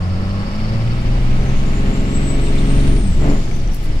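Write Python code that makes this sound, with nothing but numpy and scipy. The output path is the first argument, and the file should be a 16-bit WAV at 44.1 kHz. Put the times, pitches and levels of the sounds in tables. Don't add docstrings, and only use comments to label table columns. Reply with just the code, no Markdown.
import sys
import numpy as np
from scipy import signal
from scipy.fft import rfft, irfft
from scipy.io import wavfile
from scipy.ndimage import uniform_filter1d, minimum_filter1d

SR = 44100
rng = np.random.default_rng(int(sys.argv[2]) if len(sys.argv) > 2 else 0)


def generate_wav(signal):
    frames = np.transpose(np.atleast_2d(signal))
    scaled = np.clip(frames, -1, 1) * 32767
    pcm = np.round(scaled).astype(np.int16)
    wavfile.write(sys.argv[1], SR, pcm)


N = 176400
TIME_S = np.arange(N) / SR
BINS_HZ = np.fft.rfftfreq(N, 1 / SR)
CYLINDERS = 6

# time_s, firing_hz
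FIRING_RATE = [(0, 89.2), (.5, 101.4), (.8, 111.8), (1, 118.8), (1.2, 123.7), (1.45, 130.4), (1.62, 131.6),
               (1.78, 134.7), (1.95, 132.6), (2.2, 138.6), (2.33, 137), (2.44, 139), (2.6, 136),
               (2.8, 138.6), (2.98, 135.4), (3.025, 103), (3.08, 95.74), (3.135, 79.8), (3.21, 144.4),
               (3.29, 143.3), (3.38, 135.4), (3.6, 124.7), (3.8, 106.6), (4, 97.3)]
# time_s, level_db
BOOM_LEVEL = [(0, -19.5), (.38, -21), (.51, -33.5), (.65, -20.5), (.85, -18), (.98, -25.5), (1.1, -21.5),
              (1.5, -21.5), (1.8, -30), (2.2, -23.5), (2.5, -23), (2.9, -19.5), (3.05, -31), (3.11, -20),
              (3.16, -26), (3.27, -21), (3.38, -26.5), (3.48, -31), (3.6, -29.5), (3.76, -31.5), (4, -29)]
OCTAVE_LEVEL = [(0, -27), (.25, -26.5), (.65, -26), (.88, -34), (1.5, -36), (1.8, -32), (2.25, -26.5),
                (2.48, -32), (2.65, -26.5), (2.9, -24.5), (2.99, -33.5), (3.06, -21.5), (3.13, -27),
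                (3.2, -37), (3.29, -18.5), (3.34, -25.5), (3.38, -42), (4, -40.5)]
THROB_LEVEL = [(0, -42), (.7, -32.5), (1.3, -30.5), (1.6, -30), (2.05, -27), (2.35, -27.5), (2.9, -29),
               (3.05, -42), (3.2, -40), (3.29, -24.5), (3.37, -24), (3.43, -41), (3.65, -37), (3.72, -32),
               (3.8, -41), (4, -42)]
# cycle_multiple, base_db
GROWL_ORDERS = [(3, -24), (4, -33), (5, -36.5), (7, -36.5), (8, -30), (10, -34.5), (11, -32.5), (14, -35.5),
                (15, -35), (18, -33.5), (20, -43.5)]
BLOCK_ORDERS = [21, 24, 27, 30, 33, 36, 40, 42, 48, 50, 56, 60, 66, 72]
# freq_hz, gain_db
PANEL_RESPONSE = [(300, 4), (420, -2), (510, 2), (552, 7), (600, 1), (700, -5), (735, -4), (762, 2),
                  (810, -1), (870, -6), (980, -7), (1090, 0), (1190, -7), (1284, 2), (1400, -5),
                  (1600, -10)]
# time_s, gain_db
GROWL_GAIN = [(0, -10), (.9, -6.5), (1.5, -6.5), (2, -2), (2.9, -0.5), (3.02, -2.5), (3.17, -3), (3.28, 0),
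              (3.36, -4.5), (3.43, -7.5), (3.7, -11), (4, -8.5)]
RASP_GAIN = [(3.1, -60), (3.19, -40), (3.24, -26.5), (3.32, -25.5), (3.37, -34), (3.45, -58)]
BLOCK_GAIN = [(0, -1), (.7, -1), (1.1, -2), (1.7, 1), (2.9, 0), (3.04, -9), (3.17, -7), (3.28, 4),
              (3.45, -9), (4, -11)]
CLATTER_GAIN = [(0, -4.5), (.7, -0.5), (1.5, 0.5), (2.3, 1.5), (2.88, 3), (3.02, -3.5), (3.17, -3.5),
                (3.25, 0), (3.32, -0.5), (3.44, -5.5), (3.7, -6), (4, -3.5)]
KNOCK_GAIN = [(0, -40), (.6, -38), (1.1, -45.5), (1.6, -58), (3.4, -47), (4, -63)]
# freq_hz, relative_db
PUFF_SPECTRUM = [(60, -15), (150, -6), (280, -10.5), (400, 1), (500, -21), (640, 4), (850, -25),
                 (1500, -32), (4000, -60)]
RASP_SPECTRUM = [(100, -24), (280, -3), (430, -1), (520, -3), (640, 0), (800, -9), (1000, -8), (1400, -16),
                 (2200, -14), (3200, -26), (8000, -50)]
CLATTER_SPECTRUM = [(200, -24), (500, -1.5), (750, -1), (1100, -4), (1400, -2), (1700, -2), (2200, -0.5),
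                    (2600, -3), (2900, -2), (3300, -7), (4300, -8.5), (6000, -26), (10000, -63),
                    (16000, -59)]
KNOCK_SPECTRUM = [(400, -7), (620, 3), (900, 0), (1080, 5.5), (1320, 6.5), (1600, -5), (1790, 1.5),
                  (1950, -18), (3500, -44)]

# time_s, pitch_hz
TURBO_PITCH = [(1.15, 5200), (1.35, 5810), (1.47, 6220), (1.6, 6580), (1.77, 7060), (1.95, 7320),
               (2.08, 7560), (2.18, 7730), (2.35, 7840), (2.43, 8035), (2.64, 8360), (2.72, 8610),
               (2.8, 8765), (2.93, 8950), (3, 8730), (3.05, 8330), (3.13, 7840), (3.21, 7500), (3.5, 6400),
               (3.85, 5400), (4, 5050)]
# time_s, gain_db
WHISTLE_GAIN = [(1.2, -80), (1.36, -56), (1.56, -59), (1.6, -48.5), (1.65, -59), (1.73, -60), (1.775, -49),
                (1.83, -65), (1.95, -48), (2.02, -55), (2.12, -52), (2.17, -40.5), (2.22, -46),
                (2.27, -36.5), (2.35, -38), (2.38, -53), (2.45, -45), (2.62, -57), (2.71, -43), (2.75, -54),
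                (2.785, -44), (2.86, -55), (2.92, -45), (2.98, -50), (3.04, -43), (3.12, -60), (3.18, -65),
                (3.21, -49), (3.25, -62), (3.31, -55), (3.42, -65), (3.54, -55), (3.62, -68), (4, -70)]
FUZZ_GAIN = [(1.1, -95), (1.5, -64), (2.1, -62), (2.4, -58), (2.9, -57), (3.05, -55), (3.2, -59),
             (3.45, -59), (3.65, -65), (3.9, -68)]
RUSH_GAIN = [(0, -8), (.8, -5), (1.6, -2), (2.3, -0.5), (2.85, 2), (3.05, -1), (3.35, 0), (3.7, -5.5),
             (4, -4.5)]
RING_GAIN = [(0, -48), (.65, -44), (1.1, -48), (1.6, -53), (3, -53), (3.4, -48), (4, -52.5)]
# freq_hz, relative_db
RUSH_SPECTRUM = [(800, -41), (2000, -9.5), (3300, -1), (4400, -6.5), (5300, -5), (6200, -5.5), (8000, -9),
                 (9500, -13.5), (11000, -18.5), (13000, -22.5), (15500, -28)]
RING_SPECTRUM = [(2500, -38), (4250, -25), (4420, 10), (4540, 0), (4720, -0.5), (5000, 0), (5350, 1),
                 (5560, -4), (5800, -31), (9000, -54)]

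# time_s, gain_db
RUMBLE_GAIN = [(0, -5.5), (.9, -4), (1.5, -0.5), (2.4, -4), (3.1, -0.5), (3.4, -2), (3.7, -4), (4, -4.5)]
SHAKE_GAIN = [(0, -11), (.9, -1.5), (1.1, 2), (1.5, 4), (2.1, 1), (2.9, 6.5), (3.1, 3), (3.36, 5),
              (3.5, -3.5), (3.64, 3), (3.76, -0.5), (4, 4.5)]
# freq_hz, relative_db
RUMBLE_SPECTRUM = [(20, 6.5), (60, -13), (110, 1), (190, -2), (260, -11.5), (420, -11.5), (640, -22),
                   (800, -18), (1000, -26), (2000, -26), (5000, -84)]
SHAKE_SPECTRUM = [(1, -60), (8, -14), (14, -1), (22, 0), (40, -8.5), (56, -19), (90, -33), (300, -70),
                  (2000, -150)]
BRUSH_SPECTRUM = [(2000, -12), (5000, -1), (9000, -1), (11800, 1), (13200, -7), (15500, -5)]
# start_s, length_s, level_db, pitch_hz
TRIM_SQUEAKS = [(2.457, .024, -39, 3690), (2.574, .026, -35, 3590), (2.795, .018, -37, 3830),
                (2.864, .02, -41, 3790)]
# start_s, level_db, ring_hz
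TRIM_TICKS = [(2.954, -35, 2400), (3.513, -33, 2200), (3.745, -30, 12000), (3.836, -43, 11500),
              (3.854, -45, 11800)]
# centre_s, half_width_s, level_db
BRUSH_STROKES = [(3.567, .018, -51), (3.751, .016, -42), (3.845, .034, -49.5)]

# freq_hz, correlation
CAB_COHERENCE = [(30, 1), (120, 1), (300, 1), (600, 0.86), (1200, 0.21), (3000, 0.22), (12000, 0.043)]
# freq_hz, lag_rad
RIGHT_LAG = [(0, 0), (15, .06), (40, .13), (90, .26), (170, .46), (350, .55), (780, 1.11), (1810, 3),
             (4480, 13), (5430, 16.5), (6890, 13.5), (7580, 14.5), (10900, 10), (13600, 21), (15200, 17)]


def engine():
    cycles = np.cumsum(curve(FIRING_RATE) * (1 + 0.0012 * wander(9))) / SR / CYLINDERS
    strokes = firing_pulses(cycles, decay_firings=0.085, cylinder_db=1.5, stroke_db=1)
    puffs = noise(PUFF_SPECTRUM, 0.56 + strokes) * amp(curve(GROWL_GAIN) - 37) * pan(5.4)
    rasp = noise(RASP_SPECTRUM, 1 + strokes, ripple_db=3.3)
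    rasp *= amp(curve(RASP_GAIN) - 1.5) * pan(0.71)
    combustion = firing_pulses(cycles, decay_firings=0.33, cylinder_db=3, stroke_db=3.5)
    clatter = noise(CLATTER_SPECTRUM, 3.5 + combustion, ripple_db=3.3, ripple_step_hz=44.56)
    clatter *= amp(curve(CLATTER_GAIN) - 36.5) * pan(-2)
    knock = noise(KNOCK_SPECTRUM, 3.6 + strokes, ripple_db=3, ripple_step_hz=45)
    knock *= amp(curve(KNOCK_GAIN)) * pan(-3.4)
    return engine_tones(cycles) + puffs + rasp + clatter + knock


def engine_tones(cycles):
    def order(multiple, level_db, wander_db):
        peak = np.sqrt(2) * amp(level_db + wander_db * wander(4.26))
        return peak * np.sin(2 * np.pi * (multiple * cycles + rng.random()) + 0.33 * wander(25.3))

    growl_db, block_db = curve(GROWL_GAIN), curve(BLOCK_GAIN) - 48
    cycle_hz = curve(FIRING_RATE) / CYLINDERS
    boom = order(CYLINDERS, curve(BOOM_LEVEL), wander_db=1)
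    boom += order(2 * CYLINDERS, curve(OCTAVE_LEVEL), wander_db=0.7)
    boom += order(1.5 * CYLINDERS, curve(THROB_LEVEL), wander_db=1.6)
    growl = sum(order(k, base_db + growl_db, wander_db=2) for k, base_db in GROWL_ORDERS)
    block = sum(order(k, block_db + at_freq(PANEL_RESPONSE, k * cycle_hz), wander_db=2.06)
                for k in BLOCK_ORDERS)
    return boom + growl * pan(0.55) + block * pan(-0.45)


def firing_pulses(cycles, decay_firings, cylinder_db, stroke_db):
    firings = cycles * CYLINDERS
    stroke = firings.astype(int)
    size_db = cylinder_db * unit(rng.standard_normal(CYLINDERS))[stroke % CYLINDERS]
    size_db += stroke_db * rng.standard_normal(1024)[stroke % 1024]
    return unit(amp(size_db) * np.exp(-(firings % 1) / decay_firings))


def turbo():
    pitch_hz = curve(TURBO_PITCH) * (1 + 0.0018 * wander(63))
    carrier = np.exp(2j * np.pi * np.cumsum(pitch_hz) / SR)
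    sides = []
    for _ in range(2):
        clear = amp(curve(WHISTLE_GAIN) - 1 + 3.2 * wander(24)) * np.exp(2j * np.pi * rng.random())
        fuzz_db = curve(FUZZ_GAIN) + 2 + 5 * wander(33)
        fuzz = amp(fuzz_db) * (wander(300) + 1j * wander(300))
        sides.append(np.sqrt(2) * ((clear + fuzz) * carrier).real)
    return np.array(sides) * pan(12.4)


def intake():
    rush = noise(RUSH_SPECTRUM, amp(0.44 * wander(90)), ripple_db=3.5, ripple_step_hz=87.9)
    ring = noise(RING_SPECTRUM, amp(2 * wander(36)), ripple_db=3.5)
    return rush * amp(curve(RUSH_GAIN) - 44) * pan(11.3) + ring * amp(curve(RING_GAIN)) * pan(3.9)


def road_rumble():
    rumble = noise(RUMBLE_SPECTRUM, ripple_db=3.5, ripple_step_hz=30.17)
    jolt_db = 2 * wander(7)
    return rumble * amp(curve(RUMBLE_GAIN) - 23.5 + jolt_db) * pan(0.28)


def cab_shake():
    shudder = unit(np.tanh(1.1 * noise(SHAKE_SPECTRUM)))
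    return shudder * amp(curve(SHAKE_GAIN) - 17) * pan(0.76)


def trim_squeaks():
    chirps = np.zeros(N)
    for start_s, length_s, level_db, pitch_hz in TRIM_SQUEAKS:
        swell = np.sin(np.pi * np.clip((TIME_S - start_s) / length_s, 0, 1))
        phase_rad = 2 * np.pi * np.cumsum(pitch_hz * (1 + 0.012 * wander(130))) / SR
        for ratio, mode_db in ((1, 0), (1.13, -4)):
            mode = np.sin(ratio * phase_rad) + amp(-8) * np.sin(2 * ratio * phase_rad)
            chirps += swell * amp(level_db + mode_db) * mode
    return chirps * pan(4.2)


def trim_ticks(decay_s=0.003, skirt_db=-15, skirt_ratio=2 ** 0.18):
    ticks = np.zeros((2, N))
    for start_s, level_db, ring_hz in TRIM_TICKS:
        spectrum = [(ring_hz / 4, -40), (ring_hz / 2, skirt_db), (ring_hz / skirt_ratio, skirt_db),
                    (ring_hz, 0), (ring_hz * skirt_ratio, skirt_db), (ring_hz * 4, -40)]
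        envelope = (TIME_S >= start_s) * np.exp(-abs(TIME_S - start_s) / decay_s)
        ticks += noise(spectrum) * amp(level_db) * envelope
    return ticks * pan(9)


def brushes():
    envelope = sum(amp(level_db) / (1 + ((TIME_S - centre_s) / half_width_s) ** 2) ** 1.17
                   for centre_s, half_width_s, level_db in BRUSH_STROKES)
    grit = amp(3.2 * wander(296))
    return noise(BRUSH_SPECTRUM, grit, ripple_db=3.5, ripple_step_hz=303) * envelope * pan(9)


def noise(spectrum, gate=1, ripple_db=0, ripple_step_hz=60):
    left, independent = rfft(rng.standard_normal((2, N)) * gate)
    coherence = at_freq(CAB_COHERENCE, BINS_HZ)
    right = coherence * left + np.sqrt(1 - coherence ** 2) * independent
    ripple = np.array([np.interp(BINS_HZ / ripple_step_hz, np.arange(len(row)), row)
                       for row in rng.standard_normal((2, 1024))])
    midrange = BINS_HZ / (BINS_HZ + 500) / (1 + (BINS_HZ / 5000) ** 4)
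    gain = amp(at_freq(spectrum, BINS_HZ) + ripple_db * midrange * ripple)
    return unit(irfft(np.array([left, right]) * gain, N))


def wander(cutoff_hz):
    return unit(irfft(rfft(rng.standard_normal(N)) / (1 + (BINS_HZ / cutoff_hz) ** 4), N))


def curve(table):
    return np.interp(TIME_S, *np.transpose(table))


def at_freq(table, freq_hz):
    points_hz, values = np.transpose(table)
    return np.interp(np.log(freq_hz + 1), np.log(points_hz + 1), values)


def pan(left_db):
    return amp(np.array([[left_db], [-left_db]]) / 2)


def amp(db):
    return 10 ** (np.asarray(db) / 20)


def unit(x):
    return x / np.sqrt(np.mean(x ** 2) + 1e-20)


def scene():
    left, right = engine() + road_rumble() + cab_shake()
    lag = np.exp(-1j * at_freq(RIGHT_LAG, BINS_HZ))
    truck = np.array([left, irfft(rfft(right) * lag, N)])
    return truck + turbo() + intake() + trim_squeaks() + brushes() + trim_ticks()


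def record(dry):
    ceiling, window_samples, fade_s, cutoff_hz = 0.88, 1500, 0.006, 15700
    gain = ceiling / np.maximum(abs(dry).max(0), ceiling)
    limited = dry * uniform_filter1d(minimum_filter1d(gain, window_samples), window_samples)
    from_end_s = np.minimum(TIME_S, TIME_S[::-1])
    fades = np.sin(np.pi / 2 * np.minimum(from_end_s / fade_s, 1)) ** 2
    lowpass = signal.firwin(511, cutoff_hz, window=("kaiser", 9), fs=SR)
    return signal.oaconvolve(limited * fades, lowpass[None], "same")


dry = scene()
out = record(dry)
generate_wav(out)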